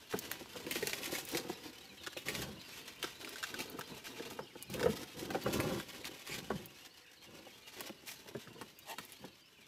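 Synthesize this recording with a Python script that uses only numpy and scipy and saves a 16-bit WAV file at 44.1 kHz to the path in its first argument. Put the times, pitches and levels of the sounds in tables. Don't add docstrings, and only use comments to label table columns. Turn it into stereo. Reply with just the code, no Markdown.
import sys
import numpy as np
from scipy import signal
from scipy.fft import rfft, irfft, next_fast_len
from scipy.io import wavfile

SR = 44100
rng = np.random.default_rng(int(sys.argv[2]) if len(sys.argv) > 2 else 0)


def to_wav(s):
    ch = np.atleast_2d(s).T
    pcm = np.round(np.clip(ch, -1, 1) * 32767)
    wavfile.write(sys.argv[1], SR, pcm.astype(np.int16))


N = 426447
LEFT_LEAD_S = .00045


def amp(db):
    return 10 ** (np.asarray(db) / 20)


def rms_one(x):
    return x / np.sqrt(np.mean(x ** 2) + 1e-20)


def peak_one(x):
    return x / np.abs(x).max()


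def in_time(curve):
    return np.interp(np.arange(N) / SR, *np.transpose(curve))


def drift(corner_hz):
    step, settle = 40, 2000
    pole = np.exp(-2 * np.pi * corner_hz * step / SR)
    noise = rng.standard_normal(N // step + settle + 2)
    slow = signal.lfilter([1], [1, -2 * pole, pole * pole], noise)[settle:]
    return np.interp(np.arange(N) / step, np.arange(len(slow)), rms_one(slow))


def grains(per_s, spread_db, rows=1):
    sizes = amp(spread_db * np.minimum(rng.exponential(1, (rows, N)), 5))
    signs = rng.choice([-1, 1], (rows, N))
    return sizes * signs * (rng.random((rows, N)) < per_s / SR) + 1e-12


def bursts(per_s, t60_s, steady):
    jumps = np.minimum(np.abs(grains(per_s, spread_db=5.0)[0]), 5)
    return rms_one(steady + signal.lfilter([1], [1, -amp(-60 / (t60_s * SR))], jumps))


def strokes(rows, rise_db_per_s, fall_db_per_s, main_bed_db, other_bed_db):
    t = np.arange(0, N, 32) / SR
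    main, other = 0, 0
    for start_s, length_s, db, other_db in rows:
        before_s, after_s = np.maximum(start_s - t, 0), np.maximum(t - start_s - length_s, 0)
        power = amp(db - rise_db_per_s * before_s - fall_db_per_s * after_s) ** 2
        main += power
        other += power * amp(other_db) ** 2
    return [10 * np.log10(np.interp(np.arange(N) / SR, t, power) + amp(bed_db) ** 2)
            for power, bed_db in [(main, main_bed_db), (other, other_bed_db)]]


def resonate(x, hz, width_hz):
    r = np.exp(-np.pi * width_hz / SR)
    feedback = [1, -2 * r * np.cos(2 * np.pi * hz / SR), r * r]
    return signal.lfilter([(1 - r * r) / 2, 0, (r * r - 1) / 2], feedback, x)


def coloured(x, spectrum):
    size = next_fast_len(N)
    hz = np.maximum(np.arange(size // 2 + 1) * SR / size, 5)
    points_hz, points_db = np.transpose(spectrum)
    gain = amp(np.interp(np.log(hz), np.log(points_hz), points_db))
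    return irfft(rfft(x, size) * gain, size)[..., :N]


def placed(x, lead_s, pan_db=0):
    return np.array([amp(pan_db / 2) * x, amp(-pan_db / 2) * np.roll(x, round(lead_s * SR))])


def echoes(x, t60_s, level_db=-5):
    t = np.arange(SR // 5) / SR
    dull_noise = signal.lfilter([1], [1, -.4], rng.standard_normal((2, len(t))))
    tail = dull_noise * amp(-60 * t / t60_s) * (t > .002)
    tail /= np.sqrt(np.sum(tail ** 2, axis=1, keepdims=True))
    tail = signal.sosfilt(signal.butter(4, 430, "high", fs=SR, output="sos"), tail)
    return amp(level_db) * signal.fftconvolve(x, tail, axes=1)[:, :N]


# frequency_hz, relative_db
AIR_SPECTRUM = [(24, -30), (40, -11), (69, 1.5), (697, -15), (896, -16), (1300, -9), (3060, -8.5),
                (16000, -35)]
def air(stir_db):
    mid, side = coloured(rng.standard_normal((2, N)), AIR_SPECTRUM)
    side = 1.03 * side + signal.sosfilt(signal.butter(2, 600, "high", fs=SR, output="sos"), side)
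    level_db = -62.5 + 0.71 * (stir_db - stir_db.mean()) + 0.69 * drift(corner_hz=0.8)
    return amp(level_db) * rms_one(np.array([mid + side, mid - side]))


def whistle(start_hz, glide, length_s):
    t = np.arange(int(length_s * SR)) / SR
    pitch_hz = start_hz * (1 + glide * t / length_s)
    warble = 1 + 0.48 * np.sin(2 * np.pi * start_hz / 25.8 * t)
    return warble * np.sin(np.pi * t / length_s) * np.sin(2 * np.pi * np.cumsum(pitch_hz) / SR)


# start_s, note_count, pitch_hz
TWITTER_RUNS = [(7.015, 5, 2175)]
# time_s, level_db
CHORUS_LEVEL = [(0, -70), (2, -59.5), (8, -67), (9.67, -68)]
def bird_chorus(count):
    out = np.zeros((2, N + SR))
    for when, register, pitch, glide, length, loudness, side in rng.random((count, 7)):
        hz = (2850 if register < .6 else 4200) * 1.35 ** (pitch - .5)
        note = amp(6 * loudness) * whistle(hz, .45 * (glide - .55), length_s=.02 + .035 * length)
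        out[:, int(when * N):][:, :len(note)] += placed(note, .001 * (side - .5), 6 * (side - .5))
    out = rms_one(out)
    for start_s, note_count, hz in TWITTER_RUNS:
        for k in range(round(note_count)):
            note = amp(2) * whistle(hz * rng.uniform(.93, 1.1), glide=-.33, length_s=.022)
            out[:, round((start_s + .026 * k) * SR):][:, :len(note)] += note
    chorus = out[:, :N]
    return amp(in_time(CHORUS_LEVEL)) * (chorus + echoes(chorus, t60_s=.15))


# start_s, pitch_hz, glide_fraction, level_db
BIRD_CALLS = [(3.385, 2860, .013, -52), (4.04, 2680, 0.013, -52), (4.6, 3050, -0.06, -52),
              (5.415, 4650, -.02, -50), (5.44, 2950, -0.058, -46), (6.562, 3000, 0.061, -53),
              (6.625, 2850, .14, -63), (6.67, 2550, .1, -57), (6.805, 2920, -.084, -57),
              (6.935, 3000, -0.061, -56), (7.255, 2890, -.06, -54), (7.45, 3090, -0.12, -53),
              (8.405, 2750, 0.18, -73), (8.575, 2980, -.07, -56)]
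def chirps():
    out = np.zeros(N + SR)
    for start_s, hz, glide, db in BIRD_CALLS:
        note = whistle(hz, glide, length_s=0.0334)
        out[round(start_s * SR):][:len(note)] += amp(db) * note
    return placed(out[:N], lead_s=0.00026)


# start_s, peak_db
WOODY_KNOCKS = [(2.065, -25), (2.071, -21), (2.13, -31), (3.042, -19.5), (3.3582, -26.5), (3.4287, -20.5),
                (3.4378, -19), (3.542, -22.5), (3.8105, -23.5), (4.067, -31), (4.796, -24.5), (4.8297, -18),
                (5.8, -23)]
def knocks(pitch_hz=1500, t60_s=.04):
    out, t = np.zeros(N + SR), np.arange(SR // 10) / SR
    for start_s, db in WOODY_KNOCKS:
        grit = rng.standard_normal(len(t))
        tap = grit * amp(-60 * t / t60_s) + 12 * (t == 0)
        note = resonate(tap, pitch_hz * (1 + .04 * grit[-1]), width_hz=340)
        overtone = .3 * resonate(tap, 2 * pitch_hz, width_hz=2500)
        out[round(start_s * SR):][:len(t)] += amp(db) * peak_one(note + overtone)
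    return placed(out[:N], lead_s=.00056)


# frequency_hz, relative_db
LEAF_SPECTRUM = [(350, -14), (600, -7), (1260, -2.5), (1850, -1), (2610, -2.5), (3390, -1.5), (4050, -3),
                 (7410, -4.5), (8860, -11), (12200, -5), (16000, -16)]
# start_s, length_s, level_db, crumbs_relative_db
HOOF_SCUFFS = [(.1, 0.2, -51.5, -4.5), (.71, 0.27, -50, 0), (1.02, 0.063, -50.5, 2),
               (1.12, 0.065, -45.5, 2), (1.29, 0.095, -48.5, -1.5), (1.65, 0.022, -53, -4.5),
               (2.26, 0.16, -45, -4.5), (2.72, 0.076, -54.5, -3), (3.03, 0.0044, -42, -10),
               (3.2, 0.16, -53, -5.5), (3.43, 0.21, -51.5, -6), (4.065, 0.042, -54.5, -5),
               (4.17, 0.083, -51, -9), (4.305, 0.0087, -50.5, -1), (4.7, 0.33, -52.5, -2.5),
               (5.17, 0.03, -52.5, -0.5), (5.305, 0.29, -51, -6), (5.535, 0.0063, -42, 0.5),
               (5.6, 0.19, -47.5, -4.5), (5.9, 0.65, -60, -6), (6.27, 0.089, -46.5, -4.5),
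               (7.77, 0.076, -50, -6.5), (8.065, 0.052, -54.5, 3), (8.885, 0.014, -65.5, 14.5),
               (9.0, 0.13, -57, -2), (9.215, 0.01, -57.5, -4)]
def leaves(stir_db):
    crunch_db, crumbs_db = strokes(HOOF_SCUFFS, rise_db_per_s=1800, fall_db_per_s=227,
                                   main_bed_db=stir_db + 5, other_bed_db=stir_db)
    fractures = grains(per_s=1500 * amp(5 * drift(corner_hz=17)), spread_db=3.5, rows=4)
    crackles = coloured(fractures + 0.22 * rng.standard_normal((4, N)), LEAF_SPECTRUM)
    places = [(0.48, LEFT_LEAD_S), (1.0, .00036), (1.0, .00022), (0.82, -.0003)]
    litter = sum(gain * placed(crackle, lead_s) for crackle, (gain, lead_s) in zip(crackles, places))
    crunch = signal.sosfiltfilt(signal.butter(2, 5500, fs=SR, output="sos"), litter)
    crumbs = litter - crunch
    clumps = bursts(per_s=50, t60_s=0.053, steady=2.4)
    return clumps * (amp(crunch_db) * rms_one(crunch) + amp(crumbs_db) * rms_one(crumbs))


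# start_s, level_db
LEAF_TICKS = [(0.1898, -13), (1.252, -22), (1.2887, -20.5), (1.3163, -27), (0.3154, -16), (0.711, -17),
              (0.8714, -12.5), (4.7403, -23), (7.807, -20.5), (3.2924, -29), (3.699, -26), (3.7933, -23),
              (4.6258, -19), (4.7004, -29), (5.305, -34), (5.437, -28), (6.6581, -24.5), (8.7896, -28.5),
              (9.051, -32), (9.1214, -30.5)]
def ticks():
    out, t = np.zeros(N + SR), np.arange(SR // 20) / SR
    envelope = amp(-60 * t / 0.0011) + 0.087 * amp(-60 * t / 0.03)
    for start_s, db in LEAF_TICKS:
        tick = resonate(rng.standard_normal(len(t)) * envelope, hz=19500, width_hz=13000)
        out[round(start_s * SR):][:len(t)] += amp(db) * peak_one(tick)
    return placed(out[:N], LEFT_LEAD_S)


# start_s, level_db, pitch_hz, t60_s, left_lead_s
TWIG_SNAPS = [(.1265, -26, 1500, 0.04, .00056), (0.3154, -21, 1660, 0.0092, .00005),
              (0.356, -37, 1300, .015, .00005), (0.459, -34, 1000, .015, .00005),
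              (0.6658, -29, 2320, 0.055, .00043), (0.711, -19, 2710, 0.13, .00043),
              (0.7564, -20, 2500, 0.089, .00043), (.8268, -22.5, 1920, 0.045, .00045),
              (0.8722, -19.5, 2500, .025, .00047), (.9107, -31, 4170, .047, .00045),
              (0.9327, -15, 2440, 0.01, .00045), (1.033, -24, 2580, 0.034, .00043),
              (1.059, -24, 2490, .03, .00043), (1.138, -26, 1900, .03, .00043),
              (1.152, -20.5, 1960, 0.064, .00043), (1.3486, -22, 2170, .034, .00047),
              (1.399, -28, 4050, .03, .00045), (1.499, -28, 920, 0.023, .00013),
              (2.171, -25, 2770, 0.15, .00054), (2.285, -17, 2150, 0.089, .00043),
              (2.351, -21, 2420, .03, .00047), (3.028, -17.5, 2800, 0.029, .00066),
              (3.247, -25.5, 2290, 0.048, .00045), (3.275, -32, 1400, .012, .00005),
              (3.6041, -21, 2700, 0.075, .00045), (4.389, -49, 960, 0.033, .00009),
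              (4.7404, -24.5, 2860, 0.043, .00045), (5.305, -27, 2010, 0.054, .00002),
              (5.352, -30, 2200, 0.033, .00002), (5.6016, -18, 1960, 0.065, .00009),
              (6.045, -27.5, 2120, .014, .00045), (6.053, -24, 3430, 0.016, .00045),
              (6.503, -38, 1520, 0.04, .00002), (7.807, -22, 1070, 0.012, .00041),
              (7.895, -33, 2120, 0.029, .00034), (8.09, -28, 2360, 0.018, .00045),
              (8.6135, -26, 1300, 0.073, .00023), (8.985, -21, 1300, 0.045, .00025)]
def snaps(spray_db=-14.5):
    out, t = np.zeros((2, N + SR)), np.arange(SR // 6) / SR
    highpass = signal.butter(2, 6000, "high", fs=SR, output="sos")
    for start_s, db, hz, t60_s, lead_s in TWIG_SNAPS:
        grit, crumbs = rng.standard_normal((2, len(t))) * amp(-60 * t / t60_s)
        crack = grit + 18 * (t == 0)
        ring = resonate(crack, hz, 0.38 * hz) + 0.1 * resonate(crack, 1.9 * hz, 0.16 * hz)
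        body = ring + 0.083 * resonate(crack, hz=1700, width_hz=2100)
        spray = signal.sosfilt(highpass, crumbs)
        snap = amp(db) * (peak_one(body) + amp(spray_db) * peak_one(spray))
        out[:, round(start_s * SR):][:, :len(t)] += placed(snap, lead_s)
    return out[:, :N]


# centre_s, half_length_s, level_db, mouth_hz
TONGUE_STROKES = [(6.325, 0.034, -42.5, 2350), (8.906, 0.035, -43.5, 860)]
def licks():
    out, t = np.zeros(N), np.arange(N) / SR
    grit = rms_one(grains(per_s=4100, spread_db=-3.5)[0])
    for centre_s, half_s, db, hz in TONGUE_STROKES:
        span = slice(round((centre_s - 2 * half_s) * SR), round((centre_s + 2 * half_s) * SR))
        cavity = sum(gain * resonate(grit[span], harmonic * hz, width_hz=250)
                     for harmonic, gain in [(1, 1), (2, .5), (3, .25)])
        swell = np.exp(-(1.13 * (t[span] - centre_s) / half_s) ** 2)
        out[span] += amp(db) * rms_one(cavity) * swell
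    return placed(out, lead_s=0.00028)


# frequency_hz, bandwidth_hz, level_db
TROUGH_MODES = [(63, 23, -9), (131, 51, -2), (204.7, 25.7, 1), (253.7, 41.6, 0.5), (343, 64.5, 2.5),
                (407.7, 81, 2), (508, 157, -3.5), (638, 66, -4), (767, 350, -12), (995, 127, -5),
                (1505, 270, -10.5)]
def shell(force, strengths_db, detune=1):
    return np.array([(-1) ** k * amp(db + strengths_db[k]) * resonate(force, detune * hz, width_hz)
                     for k, (hz, width_hz, db) in enumerate(TROUGH_MODES)])


# start_s, length_s, level_db, deep_modes_relative_db
MUZZLE_RUBS = [(.2, 0.19, -56, -7), (.55, 0.29, -55, -4.5), (1.0, 0.19, -52.5, -11),
               (1.33, 0.02, -41.5, -12), (1.44, 0.25, -57.5, -17), (2.27, 0.25, -50, 1),
               (3.23, 0.11, -57.5, -21), (3.52, 0.28, -53.5, -9), (3.9, 0.048, -54, -4),
               (4.1, 0.32, -55.5, -9), (4.7, 0.049, -67, 19.5), (4.745, 0.12, -42, -5),
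               (4.86, 0.035, -46.5, 3), (5.0, 0.017, -49.5, -7), (5.17, 0.079, -49.5, -3),
               (5.3, 0.052, -43, -15), (5.46, 0.29, -40, -2.5), (5.94, 0.14, -55, -8.5),
               (6.3, 0.15, -53, 1), (6.51, 0.089, -53, 6), (7.28, 0.11, -58, -2), (7.77, 0.067, -56, -10),
               (8.24, 0.062, -61, -8), (8.475, 0.12, -60, -3), (8.88, 0.2, -64, -9.5),
               (9.235, 0.0084, -54.5, 0), (9.45, 0.3, -87.5, 10.5)]
def rubbing(stir_db):
    rub_db, weight_db = strokes(MUZZLE_RUBS, rise_db_per_s=616, fall_db_per_s=158,
                                main_bed_db=stir_db - 1.5, other_bed_db=stir_db - 6.5)
    slips = grains(per_s=1200, spread_db=2.0)[0] * bursts(per_s=30, t60_s=0.1, steady=3.5)
    soft_slips = signal.lfilter([1], [1, -np.exp(-2 * np.pi * 700 / SR)], slips)
    modes = shell(soft_slips, strengths_db=np.zeros(len(TROUGH_MODES)))
    deep = np.array([hz < 230 for hz, _, _ in TROUGH_MODES])
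    return amp(rub_db) * rms_one(modes[~deep].sum(0)) + amp(weight_db) * rms_one(modes[deep].sum(0))


# start_s, level_db, contact_hz (lower is softer)
IMPACTS = [(0.136, -25.5, 473), (0.41, -39.5, 265), (0.555, -40, 390), (0.666, -34.5, 452),
           (0.712, -38.5, 253), (0.756, -32, 283), (0.823, -29.5, 400), (0.87, -35.5, 475),
           (0.929, -41.5, 480), (1.092, -40, 416), (1.125, -32.5, 437), (1.347, -32, 300),
           (1.446, -39, 294), (1.495, -32, 215), (1.653, -40.5, 254), (2.07, -40.5, 440),
           (2.166, -36.5, 345), (2.281, -37, 444), (3.038, -34, 320), (3.227, -44, 403), (3.599, -36, 315),
           (3.788, -33, 794), (4.197, -35.5, 332), (4.311, -37.5, 520), (4.39, -31.5, 745),
           (4.554, -40.5, 355), (4.696, -41.5, 203), (4.744, -37, 427), (4.834, -27.5, 347),
           (4.858, -20.5, 556), (5.025, -41.5, 250), (5.222, -34.5, 285), (5.305, -29.5, 840),
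           (5.346, -25, 480), (5.461, -26.5, 593), (5.588, -36, 208), (5.709, -37, 333),
           (6.502, -24.5, 585), (7.467, -46, 396), (7.804, -44.5, 290), (7.892, -41, 253),
           (8.213, -59, 352), (8.26, -45.5, 476), (8.28, -45.5, 444), (8.311, -47.5, 330),
           (8.349, -33, 231), (8.473, -40, 1500), (8.61, -39, 227), (8.983, -36.5, 980), (9.241, -41, 354)]
def bumps(light_push_s=0.033, heavy_db=-29.5, boom_db=-9):
    out, t = np.zeros(N + SR), np.arange(SR // 4) / SR
    grits = rng.standard_normal((len(IMPACTS), len(t)))
    mode_mixes_db = rng.normal(0, 3.2, (len(IMPACTS), len(TROUGH_MODES)))
    for (start_s, db, hz), grit, strengths_db in zip(IMPACTS, grits, mode_mixes_db):
        t60_s = light_push_s * (1 + amp(db - heavy_db))
        fade_db = -60 * t / t60_s
        contact = grit * (amp(fade_db) + 1.3 * amp(-60 * t / 0.012))
        push = resonate(resonate(contact, hz, 0.33 * hz), hz, 6.4 * hz)
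        ring = shell(push, strengths_db, detune=amp(0.37 * grit[-1])).sum(0)
        boom = grit * amp(fade_db / 2.3)
        for _ in range(2):
            boom = resonate(boom, hz=150, width_hz=220)
        bump = peak_one(ring + 0.23 * push) + amp(boom_db) * peak_one(boom)
        out[round(start_s * SR):][:len(t)] += amp(db) * bump
    return out[:N]


# time_s, level_db
HERD_STIR = [(0, -64), (1.05, -55), (1.83, -64), (2.75, -61.5), (3.5, -62), (4.5, -65.5), (5.55, -61),
             (6.6, -62.5), (7.12, -71.5), (7.35, -64), (9.1, -67), (9.35, -71), (9.67, -71)]
def scene():
    stir_db = in_time(HERD_STIR)
    trough = placed(rubbing(stir_db) + bumps(), lead_s=0.00012)
    herd = trough + licks() + leaves(stir_db) + snaps() + knocks() + ticks()
    shares = np.array([drift(corner_hz=1.64) for _ in range(4)])
    shares /= np.linalg.norm(shares, axis=0)
    scatter = sum(echoes(herd * share, t60_s=0.032) for share in shares)
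    return herd + scatter + bird_chorus(count=600) + chirps() + air(stir_db)


# frequency_hz, left_minus_right_db
PORT_DIFFERENCE = [(150, 2), (380, -2.5), (950, 1), (2380, -5), (5980, -0.5), (15000, 3)]
def record(dry, stopband_hz=16400):
    left = coloured(dry[0], [(hz, db / 2) for hz, db in PORT_DIFFERENCE])
    right = coloured(dry[1], [(hz, -db / 2) for hz, db in PORT_DIFFERENCE])
    return signal.sosfilt(signal.cheby2(14, 70, stopband_hz, fs=SR, output="sos"), [left, right])


dry = scene()
out = record(dry)
to_wav(out)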